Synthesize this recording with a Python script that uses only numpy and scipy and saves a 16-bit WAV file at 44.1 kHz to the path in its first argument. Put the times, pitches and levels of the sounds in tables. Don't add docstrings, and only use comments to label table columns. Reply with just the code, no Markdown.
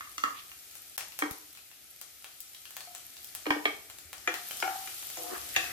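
import sys
import numpy as np
from scipy import signal
from scipy.fft import rfft, irfft
from scipy.io import wavfile
from scipy.ndimage import uniform_filter1d

SR = 44100
rng = np.random.default_rng(int(sys.argv[2]) if len(sys.argv) > 2 else 0)


def bounce(signal):
    frames = np.transpose(np.atleast_2d(signal))
    limited = np.clip(frames, -1, 1)
    pcm = np.round(limited * 32767).astype(np.int16)
    wavfile.write(sys.argv[1], SR, pcm)


def amplitude_ratio(level_db):
    exponent = np.asarray(level_db, float) / 20
    return 10 ** exponent


N = 252252

# f/Hz, level struck in the middle/dB, time to fade by 60 dB if left free/s,
# gain when struck at the side/dB, gain when struck at the rim/dB
PAN_TONES = [(331, 22.5, 0.21, -6, -5), (370, 19, 0.098, 3.5, -1), (505, 12, 0.14, -9, 6),
             (716, 4.5, 0.56, -23, 3.5), (766, -14.5, 0.72, 21, 15), (768, -12, 0.33, 14, 20.5),
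             (863, -13, 0.66, 8, -9), (1277, 6.5, 0.067, -18, -5), (1408, -17.5, 0.24, 26.5, 3),
             (1840, -6, 0.034, -25, 18), (1996, 10.5, 0.084, -23, -8), (1887, -6.5, 0.31, -2, -12),
             (2215, -18.5, 0.15, 26.5, -6), (2400, 2, 0.13, 2, -1), (2580, -17, 0.68, -10, 17.5),
             (2710, -22, 0.33, -2, 22), (2880, 0, 0.12, -1, -4.5), (5830, 12, 0.18, -5, -7),
             (6720, 17, 0.11, -4, -5.5)]


def evened(x):
    return x / np.sqrt(np.mean(x ** 2) + 1e-20)


def read(points, hz):
    f, value = np.transpose(points)
    return np.interp(np.log(hz + 1), np.log(f + 1), value)


def coloured(x, points):
    gain = amplitude_ratio(read(points, np.fft.rfftfreq(x.shape[-1], 1 / SR)))
    return irfft(rfft(x) * gain, x.shape[-1])


def pulse(colour, size):
    click = 1. * (np.arange(size) == 50)
    x = coloured(click, colour) * signal.windows.tukey(size, .002)
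    return x / abs(x).max()


def add(mix, s, sound, pan_db, lag):
    for ear, sign in enumerate((1, -1)):
        row = np.atleast_2d(sound)[-ear]
        start = max(round(s * SR + sign * lag / 2), 0)
        part = mix[ear, start:][:len(row)]
        part += amplitude_ratio(sign * pan_db / 2) * row[:len(part)]


def fizz():
    # t/s, level/dB
    boil = [(0.0, -50.5), (1.31, -50.5), (1.7, -54), (3.43, -49), (4.14, -53), (4.51, -42), (5.72, -42)]
    # f/Hz, level/dB
    fizz_colour = [(290, -19), (500, -20), (761, -12), (1060, -21.5), (1300, -8), (1550, -16.5), (2810, -7),
                   (9920, -7), (12700, -3.5), (14900, -9), (16000, -49)]
    bubbles_per_s, bubble_spread_db, pitches = 2900, 8.5, 24
    size_db = bubble_spread_db * np.minimum(rng.exponential(1, N), 5)
    size = amplitude_ratio(size_db) * (rng.random(N) < bubbles_per_s / SR)
    kind, t = rng.integers(0, pitches, N), np.arange(300) / SR
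    bubbles = np.zeros((2, N))
    for k, hz in enumerate(np.geomspace(1500, 15000, pitches)):
        burst = np.sin(2 * np.pi * hz * t) * np.exp(-t * hz / 3.6) * np.sqrt(hz / SR) * hz / SR
        heard = signal.oaconvolve(size * (kind == k), burst)[:N]
        bubbles += [heard, np.roll(heard, rng.integers(-12, 13))]
    blur = amplitude_ratio(11.0) * rng.standard_normal((2, N))
    out = evened(coloured(evened(bubbles) + blur, fizz_colour))
    out = out * amplitude_ratio(np.interp(np.arange(N) / SR, *np.transpose(boil)))
    return amplitude_ratio(np.array([[1.2], [-1.2]])) * out


def pops():
    # t/s, level/dB, bubble pitch f/Hz, low thump relative to the pop before a fixed boost/dB
    loud_pops = [(0.7536, -30.5, 12300, -11), (0.979, -18.5, 12300, -4.5), (1.0078, -34, 2830, 2.5),
                 (1.1214, -39, 2920, -20), (1.1898, -19.5, 11000, -6.5), (1.31, -22.5, 11500, -17),
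                 (1.5507, -43, 3900, -5), (1.5734, -41, 2590, -29), (2.0138, -27.5, 11300, -9),
                 (2.2436, -41, 3250, 8), (2.4043, -23.5, 13000, -50), (2.5474, -37, 3800, -33),
                 (2.6544, -35, 2780, -38), (2.707, -34, 11200, -7), (2.7668, -26, 12500, -2.5),
                 (2.806, -35, 4300, -1), (2.9497, -32, 7160, -2.5), (3.168, -39, 4800, -15),
                 (3.245, -28, 12100, -28), (3.3501, -21, 12700, -12), (3.8993, -38, 7260, 3),
                 (3.9858, -35, 7000, -7.5), (4.1299, -29.5, 13500, 1), (4.181, -35.5, 5500, -35),
                 (4.3405, -34, 4150, 11.5), (4.5096, -29.5, 3070, -1), (4.5706, -28, 8600, -33),
                 (4.6017, -26, 5330, -14), (5.028, -43, 3500, 7), (5.1008, -28, 10600, -8),
                 (5.4906, -32, 4800, -28), (5.6412, -33, 5640, 5)]
    thump_colour = [(300, -22.5), (700, -6.0), (1500, -5.5), (3000, -6.0), (6000, -14.0)]  # f/Hz, level/dB
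    out, t = np.zeros((2, N)), np.arange(4096) / SR
    faint = [(a * N / SR, -47 + 10.0 * b, 2600 * 2 ** (2 * c), -20) for a, b, c in rng.random((10, 3))]
    for s, db, hz, low_db in list(loud_pops) + faint:
        spray_db = 0.5 - 2.5 * np.log2(hz / 3000)
        grit, place = rng.standard_normal((2, len(t))), rng.uniform(-0.99, 1)
        colour = [(hz / 16, -40), (hz / 4, -12.0), (hz, 0), (hz * 3, -12.0)]
        click = 1.1 * pulse(colour, len(t))
        spray = amplitude_ratio(spray_db) * evened(coloured(grit, colour)) * np.exp(-t / 0.00088)
        tone = 0.36 * np.sin(2 * np.pi * hz * t) * np.exp(-t * hz / 9.2)
        thump = amplitude_ratio(low_db + 10.5) * pulse(thump_colour, len(t))
        pop = click + spray + np.roll(tone, shift=48) + thump
        add(out, s, amplitude_ratio(db) * pop, 3.8 + 0.47 * place, -6 * place)
    return out


def knocks(rows, modes, feel, pan_db, lag, ring_db, crack_db, rattle_db, split, grip_s):
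    wobble_db = 3.5
    contact, ringing, t = np.zeros((2, N)), np.zeros((2, N)), np.arange(48 * 256) / SR
    hz, mode_db, t60, *gains_db = (c[:, None] for c in np.transpose(modes))
    for s, db, mid, high, *spot in rows:
        spot_db = sum(gain * max(1 - abs(spot[0] - k - 1), 0) for k, gain in enumerate(gains_db))
        low, top = feel[0] + feel[1] * mid, feel[2] + feel[3] * high
        colour = [(150, low - 35), (310, low), (750, mid), (1600, 0), (2750, high), (4800, top), (12000, top - 12.0)]
        beat, start = rng.standard_normal((2, len(hz), 1))
        twins = 1 + split * (hz > 600) * np.cos(2 * np.pi * (35 + 19.0 * beat) * t + .5 * start)
        waver = np.repeat(rng.standard_normal((len(hz), 24)), 512, axis=1)
        twins = twins * amplitude_ratio(wobble_db * uniform_filter1d(waver, size=512))
        turn = 0.81 * (hz > 740) * rng.standard_normal((2, len(hz), 1))
        rise = np.square(1 - np.exp(-t * hz / 1.61))
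        grip = np.square(t / (grip_s * (1 + 1.1 * sum(spot))))
        fall = amplitude_ratio(-60 * t / t60 - grip)
        strength = amplitude_ratio(mode_db + spot_db + read(colour, hz))
        ring = strength * rise * twins * np.sin(2 * np.pi * hz * t + turn)
        swing = amplitude_ratio(ring_db) * 1.93 * np.exp(-t / 0.0029) * ring.sum(1)
        grit = coloured(rng.standard_normal((2, len(t))), colour)
        rattle_fall = np.exp(-t / 0.0056) + 0.61 * np.exp(-t / 0.0033)
        rattle = amplitude_ratio(rattle_db) * (grit + 0.75 * grit[0]) * rattle_fall
        crack = amplitude_ratio(crack_db) * pulse(colour, len(t))
        add(contact, s, amplitude_ratio(db) * (crack + rattle + swing), pan_db, lag)
        add(ringing, s, amplitude_ratio(db + ring_db) * (fall * ring).sum(1), pan_db, lag)
    return signal.sosfilt(signal.butter(4, 230, "high", fs=SR, output="sos"), [contact, ringing])


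def pan():
    # t/s, level/dB, depth (how far the blow reaches the low tones)/dB, hardness (the high ones)/dB, spot struck
    pan_taps = [(4.2746, -23.5, -5, -3.5, 0.15), (4.6253, -27, 1, -3.5, 1.1), (4.676, -39, 1, -3, 0.97),
                (4.8738, -39.5, -12, -2.5, 1.4), (5.1716, -51, 13, -1, 0.034),
                (5.5625, -20, -19.5, -2.5, 1.97), (5.5725, -49, -12, -4, 1.97)]
    return knocks(pan_taps, PAN_TONES, (-20.5, 0.53, 12, 9), pan_db=2.3, lag=-3.5, ring_db=-12.5,
                  crack_db=-4.0, rattle_db=3.7, split=0.76, grip_s=0.06)


def dish():
    # t/s, level/dB, depth/dB, hardness/dB, spot struck (0 middle, 1 side)
    dish_blows = [(1.2217, -27.5, 0.5, -25.5, 0.12), (1.2544, -39, 0, -42, 0.088),
                  (3.4558, -42, -3, -19.5, 0.2), (3.4645, -35.5, 6, -18, 0.13),
                  (3.505, -23, -0.5, -21, 0.14), (3.562, -51.5, 14, -14, 0.62),
                  (3.6541, -31.5, 1.5, -6.5, 1)]
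    # f/Hz, level struck in the middle/dB, free 60 dB fade/s, gain when struck at the side/dB
    dish_tones = [(303.5, 7, 0.27, -8), (428, 5, 0.083, 5), (699, -10, 0.053, 21), (774, 0.5, 0.18, -10),
                  (967, 4, 0.082, -20), (1211, -1.5, 0.2, 11), (1590, -1.5, 0.14, -12),
                  (1610, -8.5, 0.17, 13.5), (1776, -5, 0.037, 13), (1870, 10, 0.12, -8),
                  (2230, 5.5, 0.41, 1.5), (2250, 16, 0.17, -5.5), (2460, 13, 0.067, -7.5),
                  (2910, 20, 0.04, -7.5), (3225, 11.5, 0.06, -3), (3500, 7.5, 0.056, -2.5),
                  (4140, 0.5, 0.2, 0.5)]
    return knocks(dish_blows, dish_tones, (1.2, 2, -0.21, 0.63), pan_db=0.49, lag=9.4, ring_db=-7.5,
                  crack_db=-2.0, rattle_db=1.5, split=0.8, grip_s=0.013)


def spoon():
    # t/s, level/dB, depth/dB, hardness/dB
    spoon_blows = [(0.0074, -32, -25, -11.5), (0.072, -43.5, -20, -23), (0.18, -37.5, -5.5, 2.1),
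                   (0.2368, -24, -5, -7), (0.516, -42, -20, -6)]
    # f/Hz, level/dB, free 60 dB fade/s
    spoon_tones = [(283, 28.5, 0.023), (768, -17, 0.15), (1170, 8.5, 0.017), (1235, 10, 0.027),
                   (1299, 4.7, 0.1), (1850, 2, 0.027), (2040, -0.5, 0.13), (2780, 2.5, 0.26),
                   (3530, -9, 0.044), (4510, -5, 0.07), (6140, 3, 0.022), (6840, 1, 0.044)]
    return knocks(spoon_blows, spoon_tones, (23.5, 7, 0, 1.7), pan_db=0.17, lag=9.1, ring_db=-12.5,
                  crack_db=-19.0, rattle_db=-1.0, split=1.0, grip_s=0.18)


def bowl():
    # t/s, level/dB, depth/dB, hardness/dB
    bowl_blow = [(2.872, -57, 0.1, -8)]
    # f/Hz, level/dB, free 60 dB fade/s
    bowl_tones = [(712, 14, 0.7), (1300, 1, 0.3), (2290, 6, 0.1)]
    return knocks(bowl_blow, bowl_tones, (1.2, 2, -0.21, 0.63), pan_db=2.2, lag=-2.5, ring_db=-8.0,
                  crack_db=-12.0, rattle_db=-6.0, split=0.4, grip_s=0.055)


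def rubbing():
    # loudest moment t/s, level/dB, rise/s, fall/s, band centre then f/Hz
    swells = [(.395, -40, 0.13, 0.063, 2960), (4.3, -38.5, 0.097, 0.39, 1850),
              (4.7, -40.5, 0.17, 0.4, 1300), (5.185, -43, 0.023, 0.58, 604),
              (5.331, -40.5, 0.056, 0.039, 420), (5.35, -36, 0.23, 0.14, 1300),
              (5.554, -32.5, 0.025, 0.04, 2130), (5.72, -39, 0.19, .1, 1880)]
    span_db, octaves_per_s = 32.5, 5.6
    rough = rng.standard_normal((2, N)) * amplitude_ratio(2.7 * rng.exponential(1, N))
    t = np.arange(SR // 4) / SR
    body = sum(amplitude_ratio(0.53 * d - 60 * t / t60) * np.sin(2 * np.pi * f * t) for f, d, t60, *_ in PAN_TONES)
    ringing = signal.oaconvolve(rough, body[None], axes=1)[:, :N]
    drive = evened(rough) + 0.5 * evened(ringing)
    hz, at, z = signal.stft(drive, SR, nperseg=512)
    power = np.zeros(z.shape[1:])
    for s, db, rise, fall, centre_hz in swells:
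        swell_db = -span_db * np.maximum((s - at) / rise, (at - s) / fall)
        centre = np.maximum(centre_hz * 2 ** (octaves_per_s * np.clip(at - s, -rise, 0)), 340)
        band = np.exp(-(np.log2((hz[:, None] + 1) / centre) / 0.5) ** 2)
        power += band / (band.mean(0) * 3.75) * amplitude_ratio(db + swell_db) ** 2
    return signal.istft(z * np.sqrt(power), SR, nperseg=512)[1][:, :N]


def kitchen(x):
    # f/Hz, time to fade by 60 dB/s
    echo_time = [(150, 0.42), (400, 0.44), (1000, 0.42), (2500, 0.31), (6000, 0.48), (14000, 0.085)]
    taps = np.zeros((2, SR // 2))
    at = np.arange(100, SR // 2 - 20, 20) + rng.integers(0, 20, (2, (SR // 2 - 101) // 20))
    np.put_along_axis(taps, at, rng.choice([-1., 1.], at.shape), 1)
    hz, t, z = signal.stft(taps, SR, nperseg=256)
    alike = np.exp(-(hz[:, None] / 550) ** 2)
    z[1] = alike * z[0] + np.sqrt(1 - alike ** 2) * z[1]
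    fade = amplitude_ratio(-60 * t / read(echo_time, hz)[:, None])
    tail = signal.istft(z * fade, SR, nperseg=256)[1]
    return signal.oaconvolve(x, tail / np.linalg.norm(tail[0]), axes=1)[:, :N]


def room_noise():
    # t/s, level/dB
    air_level = [(0.0, -62.5), (1.3, -66.5), (2.7, -68), (3.5, -61.5), (5.21, -62), (5.72, -50)]
    # f/Hz, level/dB
    air_colour = [(12, -42), (20, -20), (66, 3.5), (208, -8), (312, -2.5), (507, -9), (759, -5.5),
                  (1070, -42), (1260, -8), (2500, -3.5), (3250, -55), (5500, -120)]
    # f/Hz, likeness (1 the same, 0 unrelated)
    likeness = [(60, 0.55), (240, 0.27), (950, 0.66), (3770, 0.64), (15000, 0.03)]
    hz = np.fft.rfftfreq(N, 1 / SR)
    left, other = rfft(rng.standard_normal((2, N)))
    same = np.clip(read(likeness, hz), -1, 1)
    right = same * left + np.sqrt(1 - same ** 2) * other
    out = evened(irfft(amplitude_ratio(read(air_colour, hz)) * [left, right], N))
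    return out * amplitude_ratio(np.interp(np.arange(N) / SR, *np.transpose(air_level)) + np.array([[1.6], [-1.6]]))


def bumps():
    # t/s, level/dB, f/Hz, time to fade by 60 dB/s
    nudges = [(1.312, -14.5, 68, 0.0064), (3.503, -29.5, 121, 0.021), (4.052, -52, 80.5, 0.19),
              (5.569, -46.5, 104, 0.091)]
    out, t = np.zeros((2, N)), np.arange(SR // 3) / SR
    for s, db, bump_hz, t60 in nudges:
        bump = amplitude_ratio(db - 60 * t / t60) * np.sin(2 * np.pi * bump_hz * t) * (1 - np.exp(-t / 0.0015))
        add(out, s, bump, 4.0, 0)
    return out


def scene():
    near = pops()
    contact, ringing = spoon() + dish() + pan() + bowl()
    rubbed = rubbing()
    echo = kitchen(amplitude_ratio(0.5) * near + amplitude_ratio(-2.0) * contact + amplitude_ratio(-12.5) * ringing + amplitude_ratio(-12.0) * rubbed)
    return near + contact + ringing + rubbed + echo + fizz() + room_noise() + bumps()


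def top_cut(x):
    return signal.sosfilt(signal.butter(12, 16810, fs=SR, output="sos"), x)


def record(dry):
    # from t/s, to t/s, level/dB
    dip = (.969, .9765, -25)
    mix = signal.lfilter(*signal.butter(2, 40, "high", fs=SR), dry)
    t = np.arange(N) / SR
    dip_db = uniform_filter1d(dip[2] * ((t > dip[0]) & (t < dip[1])), size=100)
    mix = mix * amplitude_ratio(dip_db)
    return top_cut(mix)


dry = scene()
out = record(dry)
bounce(out)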